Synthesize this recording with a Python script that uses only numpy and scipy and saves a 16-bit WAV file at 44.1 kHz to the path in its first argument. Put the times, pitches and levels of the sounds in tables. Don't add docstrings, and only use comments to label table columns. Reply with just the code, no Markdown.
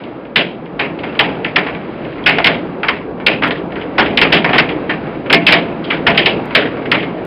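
import sys
import numpy as np
from scipy import signal
from scipy.fft import irfft
from scipy.io import wavfile

SR = 44100
rng = np.random.default_rng(int(sys.argv[2]) if len(sys.argv) > 2 else 0)


def pcm_store(signal):
    levels = np.round(np.clip(np.atleast_2d(signal), -1, 1) * 32767)
    wavfile.write(sys.argv[1], SR, levels.astype(np.int16).T)


def elevation(decibels):
    levels = np.asarray(decibels, float)
    return 10 ** (levels / 20)


N = 320166
STEP = 32
TIME = np.arange(N // STEP + 2) * STEP / SR
BANDS = np.geomspace(22, 6600, 34)
CENTRES = np.sqrt(BANDS[1:] * BANDS[:-1])

# time in seconds, wind rumble in dB, far hail in dB.
STORM = [(0.0, -26.5, -39.5), (0.399, -29.5, -49), (1.25, -22, -37.5), (1.9, -25, -38), (2.47, -22, -36),
         (3.09, -25.5, -45.5), (3.48, -22.5, -46), (3.78, -23.5, -42), (4.16, -19.5, -33), (4.45, -23, -42),
         (4.65, -20.5, -35), (5.05, -24, -36), (5.5, -23, -45), (5.9, -21.5, -35.5), (6.35, -18.5, -37),
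         (6.61, -22.5, -30.5), (6.981, -20.5, -42), (7.26, -23.5, -37)]
# frequency in Hz, density in dB per Hz.
RUMBLE = [(15, -51.5), (25, -10), (97, -12), (146, -3), (209, -4), (280, 0.5), (338, 0.5), (375, -2.5),
          (452, -2), (682, -8), (824, -11.5), (1500, -20), (1950, -52.5), (3300, -120)]
# frequency in Hz, density in dB per Hz.
FAR_HAIL = [(710, -36.5), (1200, -4), (2350, -4), (3860, -20), (4820, -35), (5260, -40.5), (6840, -77),
            (11600, -120)]
# start in seconds, peak in dB, brightness in
# dB per octave.
FAINT = [(0.0376, -26, 12), (0.2523, -27, -3.5), (0.6574, -30, 0.6), (0.9904, -20.5, 7), (1.127, -27.5, 2),
         (1.1513, -21, 4), (1.7494, -16, -3.5), (1.813, -32, 3), (1.849, -30.5, 0), (2.0176, -27.5, -4.5),
         (2.0482, -23, 1), (2.1201, -30, 13), (2.1824, -20, -9), (3.1786, -28, -11.5), (3.2011, -17, -9),
         (3.706, -21, -11.5), (3.721, -21, -1), (3.813, -19.5, 2), (3.9544, -26.5, -10), (5.0399, -23, -14),
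         (5.0699, -17.5, -8), (5.144, -25.5, -1), (5.261, -18, -4), (5.7628, -35, -9), (6.4388, -22, -16),
         (6.7431, -26, -10), (6.77, -18, -8), (6.822, -22, -6.5), (6.8568, -16, -2.5), (7.173, -20, -12)]
# start in seconds, peak in dB, brightness in dB per octave, ring t60 in seconds.
NEAR = [(0.3591, 1, 9, 0.34), (1.1921, 1, 3, 0.37), (1.4457, -12, 0, 0.33), (1.5599, -0.8, 0, 0.38),
        (2.385, -4.5, -4, 0.25), (2.4438, 0, 8, 0.37), (2.468, 1, 2.4, 0.27), (2.884, -6, -0.87, 0.34),
        (3.265, 3, 5.5, 0.29), (3.5074, -12.5, 3, 0.4), (4.174, -0.5, 12, 0.23), (4.2145, 1, 2, 0.38),
        (4.4448, -4.5, -6.5, 0.32), (4.4927, -8.5, -5, 0.37), (4.582, 5, 1, .19), (5.3281, 13.5, 7.5, 0.11),
        (5.467, 4, 8.2, 0.35), (5.4893, -8.5, -2.5, 0.7), (5.5232, 7.5, 4, 0.24), (6.176, 0.7, 12.5, 0.32),
        (6.2591, -0.6, 11, 0.3), (6.551, 3, 2.5, 0.35), (6.916, -1.9, 2.5, 0.41), (2.8327, -6, -6, 0.27)]
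# start in seconds, peak in dB, brightness in dB per octave,
# ring t60 in seconds.
FAR = [(0.7959, -3, 2.1, 0.3), (1.035, -13.5, -3, 0.53), (1.6696, -10, -4.5, 0.3), (2.2643, 4, 4, 0.35),
       (2.2894, -1.3, 6, 0.13), (3.4243, -2, -5.5, 0.14), (3.435, 0.3, -2.5, 0.21),
       (3.7566, -16.5, -1.5, 0.46), (3.9835, 4, -4, 0.28), (4.0612, -11, 4, 0.33), (4.3254, 5, 4.5, 0.31),
       (4.349, -11.5, 17, 0.34), (4.5321, -2, -1.1, 0.53), (4.6904, -11.5, 1.1, 0.2),
       (4.897, -3.5, -5, 0.24), (5.301, -2.2, -0.5, 0.29), (5.3614, -12.5, 3, 0.57),
       (5.8428, -20.5, 21, 0.31), (5.904, -3.5, -1.1, 0.29), (6.0693, 6, -3.5, 0.24),
       (6.1477, -12, 2, 0.36), (6.508, -17.5, -2.5, .21), (7.0285, -12, -2, 0.22)]
# frequency in Hz, density in dB per Hz.
SHEET = [(530, -36.5), (900, -5.5), (1230, -6), (1340, -0.5), (1580, -1.5), (2280, -0.5), (3090, -6),
         (5260, -44.5), (6840, -59), (11600, -120)]
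# frequency in Hz, share of the ring t60 as a ratio.
SHEET_DECAY = [(150, 4.75), (500, 1.65), (1200, 0.87), (2300, 0.99), (4000, 0.88), (5400, 0.17)]
# frequency in Hz, density in dB per Hz.
BOOM = [(100, -22.5), (170, -1.5), (350, -1), (700, 1), (1100, -5.5), (1600, -21.5)]
# frequency in Hz, level in dB, t60 in seconds.
PANELS = [(171.7, -30, 0.99), (302.9, -28.5, 0.63), (410.7, -25, 0.36), (679, -28.5, 0.46),
          (1086, -29.5, 0.18), (1786, -22, 0.21), (2140, -32.5, 0.077), (2150, -19.5, 0.2),
          (2307, -21, 0.21), (3040, -30.5, 0.1), (2870, -30, 0.086), (3320, -32, 0.077)]
# start in seconds, level in dB, frequency in Hz, t60 in seconds.
ICE_CHIP = (2.24, -21, 3250, .03)
# start in seconds, peak in dB.
RAFTER = [
    (2.384, -3.5),
    (4.446, -5),
    (4.4915, -7),
]
# start in seconds, level in dB.
CRACKLES = [
    (3.483, -23),
    (6.457, -26),
    (7.252, -23),
]

NEAR_BLOWS = [(*row, 1.37) for row in NEAR]
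FAR_BLOWS = [(*row, 4.53) for row in FAR]
FAINT_BLOWS = [(*row, 0.17, 4.3) for row in FAINT]
# start in seconds, peak in dB, boom in dB,
# brightness in dB per octave, rise in ms, ring t60 in seconds.
STONES = [(s, db, -12.5 - 0.041 * bright - 0.07 * db, bright, rise_ms, t60)
          for s, db, bright, t60, rise_ms in NEAR_BLOWS + sorted(FAR_BLOWS + FAINT_BLOWS)]


def at_hz(points, hz):
    known_hz, value = np.array(points).T
    return np.interp(np.log(hz), np.log(known_hz), value)


def drift(rate_hz, count=1):
    settle = 2000
    r = np.exp(-2 * np.pi * STEP * rate_hz / SR)
    white = rng.standard_normal((count, len(TIME) + settle))
    slow = signal.lfilter([1], [1, -2 * r, r * r], white)[:, settle:]
    return slow / slow.std(axis=1, keepdims=True)


def ring(clicks, hz, t60):
    r = elevation(-60 / (t60 * SR))
    w = 2 * np.pi * hz / SR
    return signal.lfilter([0, np.sin(w)], [1, -2 * r * np.cos(w), r * r], clicks + 1e-18)


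def band_power(spectrum, tilt_db=0):
    density = elevation(2 * (at_hz(spectrum, CENTRES) + tilt_db))
    return density / (density @ np.diff(BANDS)) * SR / 2


def noise_bands(power):
    white, out = rng.standard_normal((2, N)), 0
    for k, edge in enumerate(zip(BANDS, BANDS[1:])):
        bandpass = signal.butter(2, edge, "band", fs=SR, output="sos")
        band = signal.sosfilt(bandpass, white[k % 2])
        out = out + band * np.interp(np.arange(N) / STEP, np.arange(len(TIME)), np.sqrt(power[k]))
    return out


def storm(rumble_patchy_db=1.5, hail_patchy_db=0.5):
    s, *controls = np.transpose(STORM)
    wind_db, hail_db = (np.interp(TIME, s, c) for c in controls)
    gusts = rumble_patchy_db * (0.55 * drift(10.0) + drift(13, count=len(CENTRES)))
    patter = hail_patchy_db * (drift(18) + 0.7 * drift(25, count=len(CENTRES)))
    rumble = band_power(RUMBLE)[:, None] * elevation(2 * (wind_db + gusts))
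    far_hail = band_power(FAR_HAIL)[:, None] * elevation(2 * (hail_db + patter))
    return rumble + far_hail


def arrival_s(hz):
    spread_s = 0.026
    return spread_s * (1 / np.sqrt(np.maximum(hz, 900) / 1000) - 1 / np.sqrt(4.5))


def first_waves(wave_db=6.0):
    size, lead_s = 4096, 1 / 200
    out = np.zeros(N + size)
    hz = np.maximum(np.arange(size // 2 + 1) * SR / size, 1)
    turns = np.cumsum(arrival_s(hz)) * SR / size
    luck = rng.random((len(STONES), 3))
    for (s, db, boom_db, bright, rise_ms, t60), u in zip(STONES, luck):
        first_edge = 0.5 * np.exp(-2j * np.pi * hz * (0.002033 + 0.003 * u[0]))
        second_edge = -0.35 * np.exp(-2j * np.pi * hz * (0.0084 + 0.0091 * u[1]))
        colour = elevation(at_hz(SHEET, hz) + (0.88 * bright + 6.0) * np.log2(hz / 2300))
        path = np.clip(0.82 + 0.15 * bright, 0.1, 0.7)
        chirp = np.exp(-2j * np.pi * (path * turns + hz * lead_s + u[2]))
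        wave = irfft(colour * (1 + first_edge + second_edge) * chirp)
        at = round((s - lead_s) * SR)
        peak_db = db + wave_db - 2.17 * rise_ms
        out[at:at + size] += wave / np.abs(wave).max() * elevation(peak_db)
    return out[:N]


def sheet_ring(ring_db=-9.5, boom_gain_db=-3.5, early_db=4.0, late_db=-29.5, spotty_db=2.0, rattle_db=1.67):
    power = np.zeros((len(CENTRES), len(TIME)))
    spots = rng.standard_normal((len(STONES), len(CENTRES)))
    for (s, db, boom_db, bright, rise_ms, t60), spot in zip(STONES, spots):
        a = int(s * SR / STEP) - 20
        span = slice(a, a + int(0.9 * SR / STEP))
        lead = 0.028 * arrival_s(CENTRES) - 0.001 - 0.00072 * rise_ms
        age = np.maximum(TIME[span] - s - lead[:, None], 0)
        rise_s = max(rise_ms, 0.2) / 1000 + 3.04 / CENTRES[:, None]
        swell = (1 - np.exp(-age / rise_s)) ** 2
        rate = 2 * np.log(1000) / (max(t60, 0.03) * at_hz(SHEET_DECAY, CENTRES))[:, None]
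        dying = np.exp(-rate * age)
        dying = dying + elevation(2 * early_db) * np.exp(-4.5 * rate * age)
        dying = dying + elevation(2 * late_db) * np.exp(-age / 0.029)
        sheet = band_power(SHEET, bright * np.log2(CENTRES / 2300)) * elevation(2 * ring_db)
        boom = band_power(BOOM) * elevation(2 * (boom_db + boom_gain_db))
        blow = (sheet + boom) * elevation(2 * (db + spotty_db * spot))
        power[:, span] += blow[:, None] * swell * dying
    rattle = drift(27, count=len(CENTRES)) + 0.83 * drift(60)
    return power * elevation(2 * rattle_db * rattle)


def panels():
    rows, out = np.array(STONES), np.zeros(N)
    strength_db = rng.normal(0, 3.5, (len(rows), len(PANELS)))
    for (hz, level_db, t60), luck_db in zip(PANELS, strength_db.T):
        clicks = np.zeros(N)
        at = ((rows[:, 0] + arrival_s(hz)) * SR).astype(int)
        clicks[at] = elevation(rows[:, 1] + level_db + luck_db)
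        out += ring(clicks, hz, t60)
    return out


def ice_chip():
    s, db, hz, t60 = ICE_CHIP
    click = elevation(db) * (np.arange(N) == round(s * SR))
    return ring(click, hz, t60)


def knocks():
    echo_s, echo_db = 0.017, 0
    clicks = np.zeros(N)
    for s, db in RAFTER:
        clicks[round(s * SR)] = elevation(db)
        clicks[round((s + echo_s) * SR)] = -elevation(db + echo_db)
    soft_clicks = signal.lfilter([0.15], [1, -0.85], clicks)
    return ring(soft_clicks, hz=716, t60=0.03)


def crackles():
    out = np.zeros(N)
    for s, db in CRACKLES:
        out[round(s * SR)] += elevation(db)
    return out


def scene():
    noise = noise_bands(storm() + sheet_ring())
    return (noise + first_waves() + panels() + ice_chip() + knocks())[None]


def low_pass(x):
    return signal.sosfilt(signal.butter(12, 15900, fs=SR, output="sos"), x)


def record(dry):
    bass_cut = signal.butter(2, 54, "high", fs=SR, output="sos")
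    narrow_band = signal.cheby2(14, 70, 6150, fs=SR, output="sos")
    x = signal.sosfilt(narrow_band, signal.sosfilt(bass_cut, dry))
    x = np.clip(x[:, ::4], -0.75, 0.75)
    smoothing = signal.firwin(193, 5400, window=("kaiser", 6.5), fs=SR)
    x = signal.resample_poly(x, 4, 1, axis=1, window=smoothing)[:, :N]
    x = np.clip(x, -0.995, 0.995)
    return low_pass(x + crackles())


dry = scene()
out = record(dry)
pcm_store(out)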